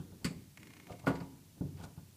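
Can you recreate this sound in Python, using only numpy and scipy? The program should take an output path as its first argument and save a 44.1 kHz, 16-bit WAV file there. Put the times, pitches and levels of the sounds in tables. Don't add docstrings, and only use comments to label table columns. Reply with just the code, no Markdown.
import sys
import numpy as np
from scipy import signal
from scipy.io import wavfile

SR = 44100
rng = np.random.default_rng(int(sys.argv[2]) if len(sys.argv) > 2 else 0)


def pcm_store(signal):
    levels = np.round(np.clip(np.atleast_2d(signal), -1, 1) * 32767)
    wavfile.write(sys.argv[1], SR, levels.astype(np.int16).T)


N = 95520
T = np.arange(N) / SR

BANDS_HZ = 28.4 * 2 ** (np.arange(28) / 3)
HALF_BAND = 2 ** (1 / 6)
BAND_FILTERS = [
    signal.butter(2, [hz / HALF_BAND, hz * HALF_BAND], "band", fs=SR, output="sos")
    for hz in BANDS_HZ
]


# centre_hz, band_level_db
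FLOOR_COLOUR = [(25, -77), (50, -82), (85, -71.5), (160, -65.5), (300, -87), (550, -84), (1200, -85.5),
                (2500, -81), (5000, -76.5), (10000, -75), (15000, -74)]
# time_s, level_db
RUMBLE_GAIN = [(0, 4), (.2, -2.5), (.4, 2.5), (.52, -19), (.62, -0.5), (.85, -3), (1.03, -4), (1.33, -3),
               (1.52, -10.5), (1.72, 1.5), (1.95, -9), (2.17, -11.5)]
# centre_hz, band_level_db
RUMBLE_COLOUR = [(30, -94), (90, -77.5), (170, -67), (320, -62.5), (600, -85), (1500, -83)]

# centre_hz, band_level_db, t60_s
GARAGE_TAIL = [(59, -43, 1), (157, -34.5, 0.52), (370, -29, 0.51), (564, -28.5, 0.15), (830, -27.5, 0.71),
               (1400, -33.5, 0.27), (2200, -27.5, 0.59), (4550, -21.5, 0.35), (8000, -19.5, 0.38),
               (14500, -26, 0.29)]
GARAGE_DELAY_S = .022
BLOWS_SEND_DB, TICKS_SEND_DB = -7, 3

# peak_s, rise_s, fall_s, level_db, cutoff_hz
SCUFF_EVENTS = [(0.01, 0.03, 0.014, -2, 3100), (0.233, 0.01, 0.0063, 2, 890),
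                (0.912, 0.022, 0.026, -2, 5030), (0.999, 0.0048, 0.0055, -1.5, 6950),
                (1.052, 0.021, 0.03, 2, 1230), (1.214, 0.0049, 0.024, 4, 1100),
                (1.575, 0.012, .014, -5.5, 500), (1.812, 0.022, 0.0086, 0.5, 3470),
                (1.842, 0.01, 0.011, 3.5, 7900), (1.88, 0.013, 0.048, -11.5, 1500),
                (1.981, 0.0032, 0.014, -5.5, 1420)]
# centre_hz, band_level_db
RUB_COLOUR = [(60, -66.5), (150, -59), (350, -83.5), (650, -64.5), (1000, -66), (1450, -71.5),
              (1900, -88.5), (3000, -68.5), (5500, -68), (9000, -64.5), (15000, -65)]
GRAIN_DEPTH_DB, GRAIN_CUTOFF_HZ = 3.5, 190

# start_s, level_db, contact_cutoff_hz, ring_share (of the full t60), bench_boom_db
THUD_EVENTS = [(0.001, -13.5, 144, 0.51, -8.5), (0.047, -20, 300, 0.35, -15.5),
               (0.121, -21, 600, 0.43, -32), (0.2463, 2, 261, 0.56, -33), (0.27, -8, 333, 0.39, -30),
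               (0.308, -13, 450, 0.46, -34), (0.361, -18.5, 225, 0.53, -14.5),
               (0.904, -18.5, 200, 0.69, -17), (0.938, -16.5, 690, 0.35, -27), (1.074, -5, 900, 0.13, -11),
               (1.201, -14, 170, 0.48, -13.5), (1.325, -28, 328, 0.59, -25), (1.609, -2.5, 332, 0.57, 0),
               (1.637, -13, 190, 0.12, -7.5), (1.653, -5, 190, .25, -20), (1.749, -31.5, 142, 0.55, -10),
               (1.83, -29, 139, 0.48, -11), (1.976, -13.5, 168, 0.72, -12)]
# centre_hz, band_level_db, t60_s
THUD_NOISE = [(41, -72, .25), (90, -44, 0.2), (162, -31.5, 0.19), (320, -45.5, 0.34), (586, -47, 0.54),
              (1040, -42, 0.27), (1450, -83, 0.17)]
# pitch_hz, level_db, t60_s
BENCH_RING = [(92.8, -41.5, 0.86), (119, -34, 0.064), (142.65, -35, 0.37)]
THUD_MODES_DB = -1.5

# start_s, level_db
TICK_EVENTS = [(0.5737, 0), (0.6309, -2.5), (0.6711, -3.5), (0.7048, -5.5), (0.7361, -4), (0.7676, -4),
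               (0.7998, -4), (0.8347, -14), (0.8699, -3.5), (0.9246, -4.5), (0.998, -11)]
# pitch_hz, level_db, t60_s
TICK_RING = [(1100, -52, .002), (2200, -33.5, .0026), (4100, -52, .003), (6500, -53, .002)]
# centre_hz, band_level_db, t60_s
TICK_NOISE = [(400, -71, 0.036), (1017, -62, 0.047), (1465, -62.5, 0.044), (2140, -56, 0.061),
              (3200, -69, 0.027), (4230, -66, 0.033), (5230, -61.5, 0.022), (6550, -61, 0.039),
              (9050, -62, .025), (13900, -67, 0.016)]
# delay_s, level_db
NEAR_ECHOES = [(0, 0), (.00095, -10), (.0028, -8), (.0046, -12)]

# start_s, level_db, cutoff_hz
CLACK_EVENTS = [(0.2444, 1, 17000), (0.2524, -3.5, 12900), (1.062, -17, 17000), (1.0753, -9.5, 17000),
                (1.153, -15.5, 6800), (1.202, -18, 5500), (1.77, -26.5, 4500), (1.812, -32, 11900),
                (1.837, -26.5, 13000)]
# pitch_hz, level_db, t60_s
METAL_RING = [(1256, -51.5, 0.1), (1447, -43.5, 0.14), (2030, -42.5, 0.058), (2990, -50.5, 0.084),
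              (4558, -40.5, 0.042), (4780, -60, 0.027), (6180, -58, 0.08), (7680, -49.5, 0.041),
              (8000, -48, .08)]
# centre_hz, band_level_db, t60_s
METAL_NOISE = [(404, -111, 0.068), (860, -60, .14), (1170, -46.5, 0.15), (1450, -65, 0.077),
               (1740, -44.5, .11), (2280, -43.5, 0.16), (3000, -50.5, 0.13), (3800, -54, 0.18),
               (4580, -41, 0.095), (5770, -56, 0.14), (7270, -46.5, 0.13), (9160, -49.5, 0.12),
               (11500, -54.5, 0.11), (14500, -54, .07)]

# pitch_hz, level_db, t60_s
CREAK_RING = [(113, -7, 0.24), (199, -13, 0.16), (410, 0, 0.056), (501, -9.5, 0.23), (587, -4, .1),
              (705.3, 2.5, 0.085), (790, -6, 0.023), (1040, -9, 0.031), (1193, -8, 0.044)]
CREAK_START_S, CREAK_SWELL_S, CREAK_DB = .883, 0.057, -40
SLIPS, SLIPS_PER_S, SLIP_JITTER = 7, 78, 0.068

# start_s, level_db, contact_cutoff_hz
KNOCK_EVENTS = [(1.068, 0, 14000), (1.201, -20.5, 1100), (1.812, -27, 2500), (1.838, -25.5, 5000),
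                (1.976, -34.5, 1500)]
# pitch_hz, level_db, t60_s
BODY_RING = [(166, -31, .25), (182, -31, .28), (215, -39, .2), (272, -29, .24), (305, -39, .18),
             (340, -37, .3), (409, -36, .28), (481, -42, .26), (544, -36, .26), (660, -39, .17),
             (694, -39, .22), (787, -46, .25), (868, -40, .3), (955, -43, .28), (997, -44, .27),
             (1165, -42, .2), (1447, -29, .12)]
# centre_hz, band_level_db, t60_s
BODY_NOISE = [(40.3, -46, .3), (90, -43, 0.27), (183, -25, 0.14), (355, -40, 0.37), (700, -39, 0.25),
              (1160, -37.5, 0.19), (1580, -49, 0.33), (2480, -42.5, 0.081), (3600, -60.5, 0.35),
              (4800, -60.5, 0.31), (6940, -66, 0.3), (14000, -56.5, 0.17)]

MIC_BASS_CUT_HZ, TOP_CUT_HZ = 49, 15350


def from_db(db):
    return 10 ** (np.asarray(db) / 20)


def add(out, start_s, sound):
    i = int(np.clip(start_s * SR, 0, N - 1))
    out[i:i + len(sound)] += sound[:N - i]


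def low_pass(x, hz):
    return signal.sosfilt(signal.butter(2, min(hz, .45 * SR), fs=SR, output="sos"), x)


def bands(table, size):
    hz, *columns = np.transpose(table)
    for centre, sos in zip(BANDS_HZ, BAND_FILTERS):
        noise = signal.sosfilt(sos, rng.standard_normal(size + SR // 4))[-size:]
        db, *rest = [np.interp(np.log(centre), np.log(hz), column) for column in columns]
        octaves_outside = abs(np.log2(centre / np.clip(centre, hz.min(), hz.max())))
        gain = from_db(db - 14 * octaves_outside)
        yield centre, gain * noise / noise.std(), rest


def coloured(table):
    return sum(noise for _, noise, _ in bands(table, N))


def dying(hz, t60, rise_cycles, size):
    t = T[:size]
    build_up = 1 - np.exp(-t * hz / rise_cycles)
    return build_up * from_db(-60 * t / t60)


def wash(table, size, ring=1, rise_cycles=1.0):
    return sum(
        noise * dying(hz, t60 * ring, rise_cycles, size)
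        for hz, noise, (t60,) in bands(table, size)
    )


def modes(table, size, ring=1, rise_cycles=0.64, flip=-1):
    out = np.zeros(size)
    for k, (hz, db, t60) in enumerate(table):
        gain = flip ** k * from_db(db + rng.normal(0, 1))
        tone = np.sin(2 * np.pi * hz * T[:size])
        out += gain * tone * dying(hz, t60 * ring, rise_cycles, size)
    return out


def background():
    rumble_gain = from_db(np.interp(T, *np.transpose(RUMBLE_GAIN)))
    return coloured(FLOOR_COLOUR) + rumble_gain * coloured(RUMBLE_COLOUR)


def garage(x):
    tail = np.zeros(N)
    add(tail, GARAGE_DELAY_S, wash(GARAGE_TAIL, size=SR) / np.sqrt(SR * GARAGE_DELAY_S))
    return signal.fftconvolve(x, tail)[:N]


def scuffs():
    grain = low_pass(rng.standard_normal(N), GRAIN_CUTOFF_HZ)
    rub = coloured(RUB_COLOUR) * from_db(GRAIN_DEPTH_DB * grain / grain.std())
    out = np.zeros(N)
    for peak_s, rise_s, fall_s, db, cutoff_hz in SCUFF_EVENTS:
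        width_s = np.where(T < peak_s, rise_s, fall_s)
        swell = np.exp(-((T - peak_s) / width_s) ** 2 / 2)
        out += from_db(db) * low_pass(rub, cutoff_hz) * swell
    return out


def thuds():
    out = np.zeros(N)
    for start_s, db, cutoff_hz, ring, bench_db in THUD_EVENTS:
        tones = modes(BODY_RING, size=SR // 3, ring=ring, rise_cycles=0.4, flip=1)
        noise = wash(THUD_NOISE, size=SR // 3, ring=ring, rise_cycles=0.2)
        body = from_db(THUD_MODES_DB) * tones + noise
        bench = modes(BENCH_RING, size=SR // 2, rise_cycles=0.163, flip=0.92)
        add(out, start_s, from_db(db) * low_pass(body, cutoff_hz))
        add(out, start_s, from_db(bench_db) * bench)
    return out


def ticks():
    out = np.zeros(N)
    for start_s, db in TICK_EVENTS:
        snap = modes(TICK_RING, size=SR // 16, rise_cycles=0.34)
        for delay_s, echo_db in NEAR_ECHOES:
            add(out, start_s + delay_s, from_db(db + echo_db) * snap)
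        add(out, start_s, from_db(db) * wash(TICK_NOISE, size=SR // 16, rise_cycles=0.99))
    return out


def clacks():
    out = np.zeros(N)
    for start_s, db, cutoff_hz in CLACK_EVENTS:
        tones = modes(METAL_RING, size=SR // 4, rise_cycles=1.7)
        noise = wash(METAL_NOISE, size=SR // 4, rise_cycles=3.7)
        add(out, start_s, from_db(db) * low_pass(tones + noise, cutoff_hz))
    return out


def creak():
    out = np.zeros(N)
    for k in range(SLIPS):
        slip_s = (k + rng.normal(0, SLIP_JITTER)) / SLIPS_PER_S
        progress = np.clip(slip_s / CREAK_SWELL_S, 0, 1)
        swell = 0.18 + np.sin(np.pi * progress ** 0.36) ** 2
        slip = modes(CREAK_RING, size=SR // 4, rise_cycles=1.3, flip=0.96)
        add(out, CREAK_START_S + slip_s, from_db(CREAK_DB) * swell * slip)
    return out


def knocks():
    out = np.zeros(N)
    for start_s, db, cutoff_hz in KNOCK_EVENTS:
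        tones = modes(BODY_RING, size=SR // 2, rise_cycles=1.0)
        noise = wash(BODY_NOISE, size=SR // 2, rise_cycles=0.86)
        add(out, start_s, from_db(db) * low_pass(tones + noise, cutoff_hz))
    return out


def scene():
    blows = scuffs() + thuds() + clacks() + creak() + knocks()
    ticking = ticks()
    room = garage(from_db(BLOWS_SEND_DB) * blows + from_db(TICKS_SEND_DB) * ticking)
    return (background() + room + ticking + blows)[None]


def record(dry):
    bass_cut = signal.butter(2, MIC_BASS_CUT_HZ, "high", fs=SR, output="sos")
    top_cut = signal.ellip(10, .2, 70, TOP_CUT_HZ, fs=SR, output="sos")
    return signal.sosfilt(top_cut, signal.sosfilt(bass_cut, dry))


dry = scene()
out = record(dry)
pcm_store(out)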